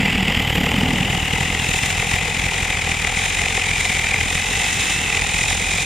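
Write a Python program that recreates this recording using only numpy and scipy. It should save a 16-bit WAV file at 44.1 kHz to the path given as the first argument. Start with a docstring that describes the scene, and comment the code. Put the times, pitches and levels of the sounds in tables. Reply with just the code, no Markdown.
"""A small battery chainsaw cuts through a hand-held log, close to the stereo microphones, in a light breeze.
About 42 cutters a second catch the wood: each tears a cluster of fibres, rings the bar and jolts the log.
The motor's whine dips at every catch and recovers; chain links rattle and chips hiss in between.
Noise bursts through spectra and resonances make the wood and metal; a swept sine makes the whine.
The image starts in the middle and opens out over the first second."""
import sys
import numpy as np
from scipy import signal
from scipy.fft import rfft, irfft, next_fast_len
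from scipy.io import wavfile
from scipy.ndimage import uniform_filter1d, map_coordinates

SR = 44100
rng = np.random.default_rng(int(sys.argv[2]) if len(sys.argv) > 2 else 0)


def dump_mix(stems):
    """Bounce the given channels to the path in sys.argv[1] as a 16-bit WAV at rate SR."""
    frames = np.atleast_2d(stems).T  # one column per channel
    limited = np.clip(frames, -1, 1)  # hard clip at full scale
    pcm = np.round(limited * 32767).astype(np.int16)
    wavfile.write(sys.argv[1], SR, pcm)


N = 257984

# Chain speed, bent slightly to meet the hard bites: start_s, cutters_per_s
CHAIN_SPEED = [(0, 39), (1.5, 41.3), (2.1, 44), (3.1, 40.5), (3.5, 44), (4.2, 42), (4.7, 46), (5.3, 42.5),
               (5.85, 44)]
# How hard the cutters catch rather than glide: start_s, chatter (1 = usual)
CHATTER = [(0, 0.76), (.4, 1.28), (1.4, 0.954), (2.6, 1.252), (4.35, 1.05), (4.5, .7), (4.97, 0.34),
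           (5.2, 1.3), (5.85, 0.91)]
# The hardest bites; each level counts relative to others: start_s, peak_db, thud_db
HARD_BITES = [(0.0565, -6.5, -28), (0.1525, -12, -11), (0.2807, -7, -16), (0.3221, -9.5, -26),
              (0.3721, -6.5, -15), (0.4232, -10, -25), (0.5796, -5, -11), (0.6371, -9, -14),
              (0.715, -6, -19), (0.8087, -7, -23), (0.885, -9, -12.5), (1.1748, -8, -20),
              (1.3336, -5.5, -19), (1.6903, -10.5, -22), (1.9059, -6.5, -31), (2.1385, -7.5, -19),
              (2.395, -6.5, -22), (2.4628, -5.5, -18), (2.5389, -5, -31), (2.6272, -8, -16),
              (2.7277, -8.5, -50), (2.7918, -7.5, -40), (3.0221, -9, -33), (3.1702, -6, -26),
              (3.3492, -7, -35), (3.5031, -10.5, -30), (3.6885, -6, -26), (4.0423, -8.5, -29),
              (4.3518, -5, -25), (5.1713, -2.5, -31), (5.3422, -6.5, -22)]
# Cutting noise, bar and whine together: start_s, level_db
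CUT_LEVEL = [(0, -21), (1.25, -22.5), (2.2, -22.5), (2.7, -22.5), (3.9, -22), (4.45, -23), (4.9, -21),
             (5.85, -25.5)]
# Colour of the tearing wood and the bar: pitch_hz, level_db
BAR_SPECTRUM = [(100, -11.5), (600, -13), (1100, -9.5), (1550, -7.5), (1800, -3), (2020, 6.5), (2250, 0.5),
                (2550, 0), (3100, -2.5), (3700, -11.5), (4250, -17), (5050, -15), (5900, -29),
                (7200, -13.5), (9000, -25.5), (15000, -45)]
# Where the bar stands: start_s, left_minus_right_db
BAR_PLACE = [(0, 6), (.7, 2), (1.3, 3), (2.2, 4), (3.2, 3), (4.2, 2), (5.1, 0.5), (5.85, 0.5)]
# The bar rings freely until the wood grips it: pitch_hz, width_hz, level_db
FREE_BAR_MODES = [(3280, 240, 6), (4720, 240, -7.5)]
# The motor's whine, lower under more load: start_s, mean_pitch_hz
MOTOR_PITCH = [(0, 2550), (.45, 2950), (.9, 2680), (1.05, 2800), (1.4, 2753), (2, 2480), (2.5, 2373),
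               (3.6, 2370), (3.95, 2280), (4.25, 2370), (4.55, 2660), (4.76, 2560), (5.02, 2660),
               (5.22, 2440), (5.85, 2408)]
# The whine over the cutting noise: start_s, level_db
WHINE_LEVEL = [(0, -2.5), (1.4, -3.5), (3.3, -2.5), (4.15, 1.5), (4.55, -5.5), (4.95, -3.5), (5.85, 4)]
# How much the log shakes, less once it is steadied: start_s, level_db
LOG_SHAKE = [(0, -22.5), (.28, -20.5), (.47, -24.5), (.58, -21.5), (.95, -20), (1.18, -25), (2.2, -29.5),
             (3.1, -33), (5.85, -32)]
# Resonances of the log in the hands: pitch_hz, width_hz, level_db
HELD_LOG_MODES = [(130, 150, -6), (161.5, 69, -1.5), (248, 130, -13)]
# Resonances of the log while loose: pitch_hz, width_hz, level_db
LOOSE_LOG_MODES = [(192.7, 30, 7.5), (241.5, 19, 4.5)]
# The loose log booms over its held sound until it is steadied: start_s, level_db
LOOSE_BOOM = [(0, 31.5), (.3, 11.5), (.5, -2.5), (.9, 6.5), (1.3, -11.5), (2, -16), (3, -6.5), (5.85, -9)]
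# Resonances of the arms that hold the log: pitch_hz, width_hz, level_db
ARM_MODES = [(46.4, 48, 5), (78, 46, 1)]
# Hollow resonances of the log: pitch_hz, width_hz, level_db
HOLLOW_LOG_MODES = [(473.6, 130, 2), (762, 103, 6.5), (840, 78, -6), (1190, 350, -21)]
# Stereo likeness of the hollow log: pitch_hz, likeness (1 = same in both channels)
LOG_ALIKE = [(50, 0.96), (200, 1), (800, 0.96), (1300, 0.61)]
# Chain rattle, louder as the bar sinks in: start_s, level_db
RATTLE_LEVEL = [(0, -48), (.7, -35.5), (1.6, -26.5), (2.3, -27), (2.62, -29), (3.4, -26), (4.25, -25.5),
                (4.92, -23.5), (5.2, -25.5), (5.85, -23.5)]
# Colour of the clattering links: pitch_hz, level_db
LINK_SPECTRUM = [(900, -11.5), (1800, -0.5), (3000, -1.5), (3750, 5), (4450, -8.5), (5400, -1.5),
                 (6100, -1.5), (7250, 5), (8150, -6), (8950, 1), (9900, -8.5), (11000, -23), (15800, -37)]
# Stereo likeness of links and chips: pitch_hz, likeness (1 = same, -1 = opposite)
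LINKS_ALIKE = [(1000, -1.26), (3000, 0.91), (4500, 0.88), (6000, 0.29), (7300, -0.33), (9000, 0.16),
               (13000, 0.017)]
# Chip hiss, before its fixed lean to the left: start_s, level_db
CHIP_LEVEL = [(0, -49), (.25, -47.5), (.52, -40), (.9, -46.5), (1.8, -45.5), (2.7, -50.5), (4.9, -45.5),
              (5.2, -48.5), (5.85, -47)]
# Colour of the hissing chips: pitch_hz, level_db
CHIP_SPECTRUM = [(3000, -28), (9000, -14), (11000, -6.5), (12100, 6.5), (13200, -0.5), (14500, -4),
                 (15800, -28)]
# Wind on the microphone ports, before a fixed lift: start_s, level_db
BREEZE_LEVEL = [(0, -54), (3.2, -47), (3.9, -46), (4.25, -39), (4.45, -49), (5, -48), (5.5, -39),
                (5.85, -48)]
# The sound starts in the middle and opens out: start_s, side_db
STEREO_WIDTH = [(0, -56), (.45, -27), (.7, -11), (.95, -0.5), (5.85, -0.5)]

# heave and hollow ring follow the shaking: level at its mean (dB), dB per dB of shaking
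HEAVE_DB, HEAVE_FOLLOWS = -29.5, 0.22
RING_DB, RING_FOLLOWS = -32, 0.31
HEAVE_PER_CHATTER_DB = 4  # gliding cutters shove the log a little less
# dense and soft wood make the rattle swell and sink: depth (dB), changes per second
UNEVEN_DB, UNEVEN_PER_S = 1.0, 9
# the dip in pitch at a catch shrinks as the bar seats in the cut: share of the pitch
SAG_START, SAG_END = 0.0702, 0.0353
# until the cut guides it, the bar hops and some cutters barely touch: share at the start, dB, seating time (s)
SKIP_SHARE, SKIP_DB, SEAT_S = .2, -7, 1.1
FREE_BAR_DB, GRIP_DB_PER_S = -32.5, 4.5
TOP_HZ = 15750


def amp(db):
    """Decibels to gain."""
    return 10 ** (np.asarray(db) / 20)


def unit(x):
    """Scale to rms 1."""
    return x / np.sqrt(np.mean(x ** 2) + 1e-20)


def along(points, hz):
    """Read (Hz, value) points on a log frequency axis."""
    f, v = np.transpose(points)
    return np.interp(np.log(hz + 1), np.log(f + 1), v)


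def curves(rows):
    """One value per sample for each column after the time."""
    s, *cols = np.transpose(rows)
    return [np.interp(np.arange(N) / SR, s, c) for c in cols]


def filtered(x, response):
    """Filter x by a complex response of frequency."""
    m = next_fast_len(N + SR // 2)
    spectrum = rfft(x, m) * response(np.fft.rfftfreq(m, 1 / SR))
    return irfft(spectrum, m)[..., :N]


def coloured(x, spectrum):
    """Shape x by a table of level over frequency, at rms 1."""
    return unit(filtered(x, lambda hz: amp(along(spectrum, hz))))


def ring(x, modes):
    """Pass x through damped resonances, at rms 1."""
    def response(f):
        return sum(amp(db) * 1j * f * w / (c * c - f * f + 1j * f * w) for c, w, db in modes)
    return unit(filtered(x, response))


def swells(times, sizes, width, delay=0):
    """A bell-shaped swell of the given width (s) at each time."""
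    at = np.clip(((times + delay) * SR).astype(int), 0, N - 1)
    t = np.arange(-SR // 20, SR // 20 + 1) / SR
    bell = np.exp(-.5 * (t / width) ** 2)
    return np.abs(signal.fftconvolve(np.bincount(at, sizes, N), bell, "same"))


def snaps(rate, smooth):
    """Tiny random impacts, rate a second, on a smooth rubbing noise."""
    hits = (rng.random(N) < rate / SR) * rng.standard_normal(N)
    return unit(unit(hits) + smooth * rng.standard_normal(N))


def evened(force):
    """The hand's steady push: the force keeps the same power over each quarter second."""
    return force / np.sqrt(np.abs(uniform_filter1d(force ** 2, SR // 4)) + 1e-9)


def wobble(rate):
    """A smooth random curve, rate knots a second."""
    return map_coordinates(rng.standard_normal(1024), [np.arange(N) * rate / SR], mode="wrap")


def spread(a, b, alike):
    """Two unrelated sounds as a stereo pair of the given likeness."""
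    def turn(hz):
        return np.arccos(np.clip(along(alike, hz), -1, 1)) / 2
    mid = filtered(a, lambda hz: np.cos(turn(hz)))
    side = filtered(b, lambda hz: np.sin(turn(hz)))
    return np.array([mid + side, mid - side])


def cutters(jitter=0.0012, scatter_db=1.51, hard_db=3.0, hard_jolt_db=2.0, jolt_scatter_db=2,
            thud_share=0.78, lag=.0013):
    """Time, bite and jolt of each cutter; gliding cutters catch less evenly, and a few bite hard."""
    hard_s, peak_db, thud_db = np.transpose(HARD_BITES)
    hard_at = ((hard_s + lag) * SR).astype(int)
    passed = np.cumsum(curves(CHAIN_SPEED)[0]) / SR
    # the cutter count is bent slightly so that a cutter falls on each hard bite
    number = np.cumsum(np.round(np.diff(passed[hard_at], prepend=0)))
    passed = passed + np.interp(np.arange(N), hard_at, number - passed[hard_at])
    at = np.flatnonzero(np.diff(np.floor(passed)))
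    chance = rng.standard_normal((len(at), 3))
    chatter = np.clip(curves(CHATTER)[0][at], .2, 2)
    times = at / SR + jitter * chance[:, 0] / chatter
    skipped = rng.random(len(at)) < SKIP_SHARE * np.exp(-at / SR / SEAT_S)
    bite = amp(scatter_db * chance[:, 1] + SKIP_DB * skipped) * chatter
    jolt = amp(jolt_scatter_db * chance[:, 2]) * np.sqrt(chatter)
    # the cutter nearest each hard bite takes its time and strength
    hard = np.abs(at[:, None] - hard_at).argmin(axis=0)
    over_db = thud_db - curves(LOG_SHAKE)[0][hard_at]
    times[hard] = hard_s + lag
    bite[hard] = amp(hard_db + .5 * (peak_db - peak_db.mean()))
    jolt[hard] = amp(hard_jolt_db + thud_share * (over_db - over_db.mean()))
    return times, unit(bite), unit(jolt)


def cutting(times, bite, width_db=-12):
    """Fibres snap in a cluster under each cutter and ring the bar, over the motor's whine."""
    # the force builds slowly and drops as the chip breaks off
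    build = swells(times, bite, width=0.0048, delay=0.0017)
    tear = swells(times, bite ** 2, width=0.00061, delay=0.00087)
    slack = np.exp(-.5 * swells(times, bite, width=0.0018, delay=0.0063))
    force = evened((0.29 + 0.46 * build + 0.17 * tear) * slack)
    bar, aside = (coloured(force * snaps(rate=4000, smooth=0.43), BAR_SPECTRUM) for _ in range(2))
    saw = bar + whine(times, bite)
    side = amp(width_db) * aside
    pair = np.array([saw + side, saw - side])
    return unit(pair) * amp(curves(BAR_PLACE)[0] * np.array([[.5], [-.5]]))


def free_bar(times, bite):
    """The cutters ring the steel bar, ever less as it sinks into the cut."""
    strikes = 0.9 + swells(times, bite, width=0.0013)
    fade_db = FREE_BAR_DB - GRIP_DB_PER_S * np.arange(N) / SR
    return amp(fade_db) * ring(strikes * snaps(rate=3000, smooth=0.28), FREE_BAR_MODES)


def whine(times, bite, overtone_db=-22, load_scatter_db=1.5):
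    """Each catch brakes the motor, which then speeds up again; the gears sing louder under load."""
    hz, db = curves(MOTOR_PITCH) + curves(WHINE_LEVEL)
    recover_s, flutter, idle, roughness = 0.01245, 0.0141, 0.77, 0.49
    scattered = bite * amp(load_scatter_db * rng.standard_normal(len(bite)))
    load = swells(times, scattered, width=0.00327, delay=.001)
    swing = load - uniform_filter1d(load, SR // 8)
    braking = unit(signal.lfilter([1], [1, -np.exp(-1 / (recover_s * SR))], swing))
    # the speed flutters most while the cutters chatter
    unsteady = coloured(rng.standard_normal(N), [(30, -3.0), (120, 0), (300, -8), (1500, -47.5)])
    fluttering = curves(CHATTER)[0] * unsteady
    speed = hz * (1 - np.linspace(SAG_START, SAG_END, N) * braking + flutter * fluttering)
    turn = 2 * np.pi * np.cumsum(speed) / SR
    mesh = 1 + roughness * coloured(rng.standard_normal(N), [(150, 2), (500, -9), (2000, -52)])
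    # the gears strain as a cutter digs in and go slack just after its chip breaks
    strain = idle + swells(times, bite, width=0.0038, delay=-0.00031)
    slack = np.exp(-.8 * swells(times, bite, width=0.0011, delay=0.0074))
    tone = np.sin(turn) + amp(overtone_db) * np.sin(2 * turn)
    return amp(db) * unit(evened(strain * slack) * mesh * tone)


def jolts(times, jolt, thud=0.96, tremble=0.39):
    """The log thuds and judders under the cutters; while loose it also booms."""
    shove = swells(times, jolt, width=0.00094)
    judder = (tremble + swells(times, jolt, width=0.0045)) * rng.standard_normal(N)
    held = unit(ring(judder, HELD_LOG_MODES) + thud * ring(shove, HELD_LOG_MODES))
    body = held + amp(curves(LOOSE_BOOM)[0]) * ring(judder, LOOSE_LOG_MODES)
    return evened(coloured(body, [(40, -4), (110, 4.0), (250, -4.0), (360, -6.5), (1000, -8.5), (4000, -50)]))


def heave(times, jolt, shudder=0.55):
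    """Each catch shoves the log against the arms that hold it."""
    shove = unit(swells(times, jolt, width=0.00093, delay=0.00092))
    sway = ring(shove, ARM_MODES) + shudder * ring(rng.standard_normal(N), ARM_MODES)
    return evened(coloured(sway, [(15, -18), (35, -0.5), (110, 5), (300, -30), (1000, -30), (4000, -60)]))


def knocks(times, bite):
    """The log rings hollow as each cutter lets go."""
    release = 0.76 + swells(times, bite, width=0.003, delay=0.0047)
    hollow = ring(release * snaps(rate=900, smooth=0.53), HOLLOW_LOG_MODES)
    return coloured(hollow, [(150, -41), (400, -2.5), (1200, -4), (3000, -15)])


def rattle(times, bite, spectrum, running):
    """Links clatter along the bar and spit chips, most when the chain is pulled tight."""
    tension = evened(running + swells(times, bite, width=0.0065, delay=-0.0019))
    pair = spread(snaps(rate=3000, smooth=0.71), snaps(rate=2700, smooth=1.0), LINKS_ALIKE)
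    return coloured(tension * pair, spectrum)


def breeze():
    """Light gusts rumble on each microphone port separately."""
    spectrum = [(15, -25), (45, 14.0), (130, 10), (300, -23), (1000, -39), (6000, -80)]
    air = coloured(rng.standard_normal((2, N)), spectrum)
    return amp(curves(BREEZE_LEVEL)[0] + 5.0) * air


def scene():
    """Log and bar near the middle, the chain all round."""
    shake_db, = curves(LOG_SHAKE)
    loose_db = shake_db - shake_db.mean()
    times, bite, jolt = cutters()
    cut = amp(curves(CUT_LEVEL)[0]) * cutting(times, bite) + free_bar(times, bite)
    heave_db = HEAVE_DB + HEAVE_FOLLOWS * loose_db + HEAVE_PER_CHATTER_DB * (curves(CHATTER)[0] - 1)
    low = amp(heave_db) * heave(times, jolt) + amp(shake_db) * jolts(times, jolt)
    ring_db = RING_DB + RING_FOLLOWS * loose_db
    hollow = amp(ring_db) * spread(knocks(times, bite), knocks(times, bite), LOG_ALIKE)
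    uneven_db = UNEVEN_DB * wobble(UNEVEN_PER_S)
    chain = amp(curves(RATTLE_LEVEL)[0] + uneven_db) * rattle(times, bite, LINK_SPECTRUM, running=0.63)
    chips = amp(curves(CHIP_LEVEL)[0] + uneven_db) * rattle(times, bite, CHIP_SPECTRUM, running=1.0)
    # left and right gains (dB): the log leans right, the chips left
    return cut + low * amp([[-.7], [.7]]) + hollow + chain + chips * amp([[2], [-2]]) + breeze()


def record(dry):
    """The stereo image opens during the first second; peaks are rounded and the band is limited."""
    mid = (dry[0] + dry[1]) / 2
    side = (dry[0] - dry[1]) / 2 * amp(curves(STEREO_WIDTH)[0])
    pair = np.array([mid + side, mid - side])
    rounded = pair / (1 + np.abs(pair / .66) ** 6) ** (1 / 6)
    return filtered(rounded, lambda hz: hz < TOP_HZ)


dry = scene()
out = record(dry)
dump_mix(out)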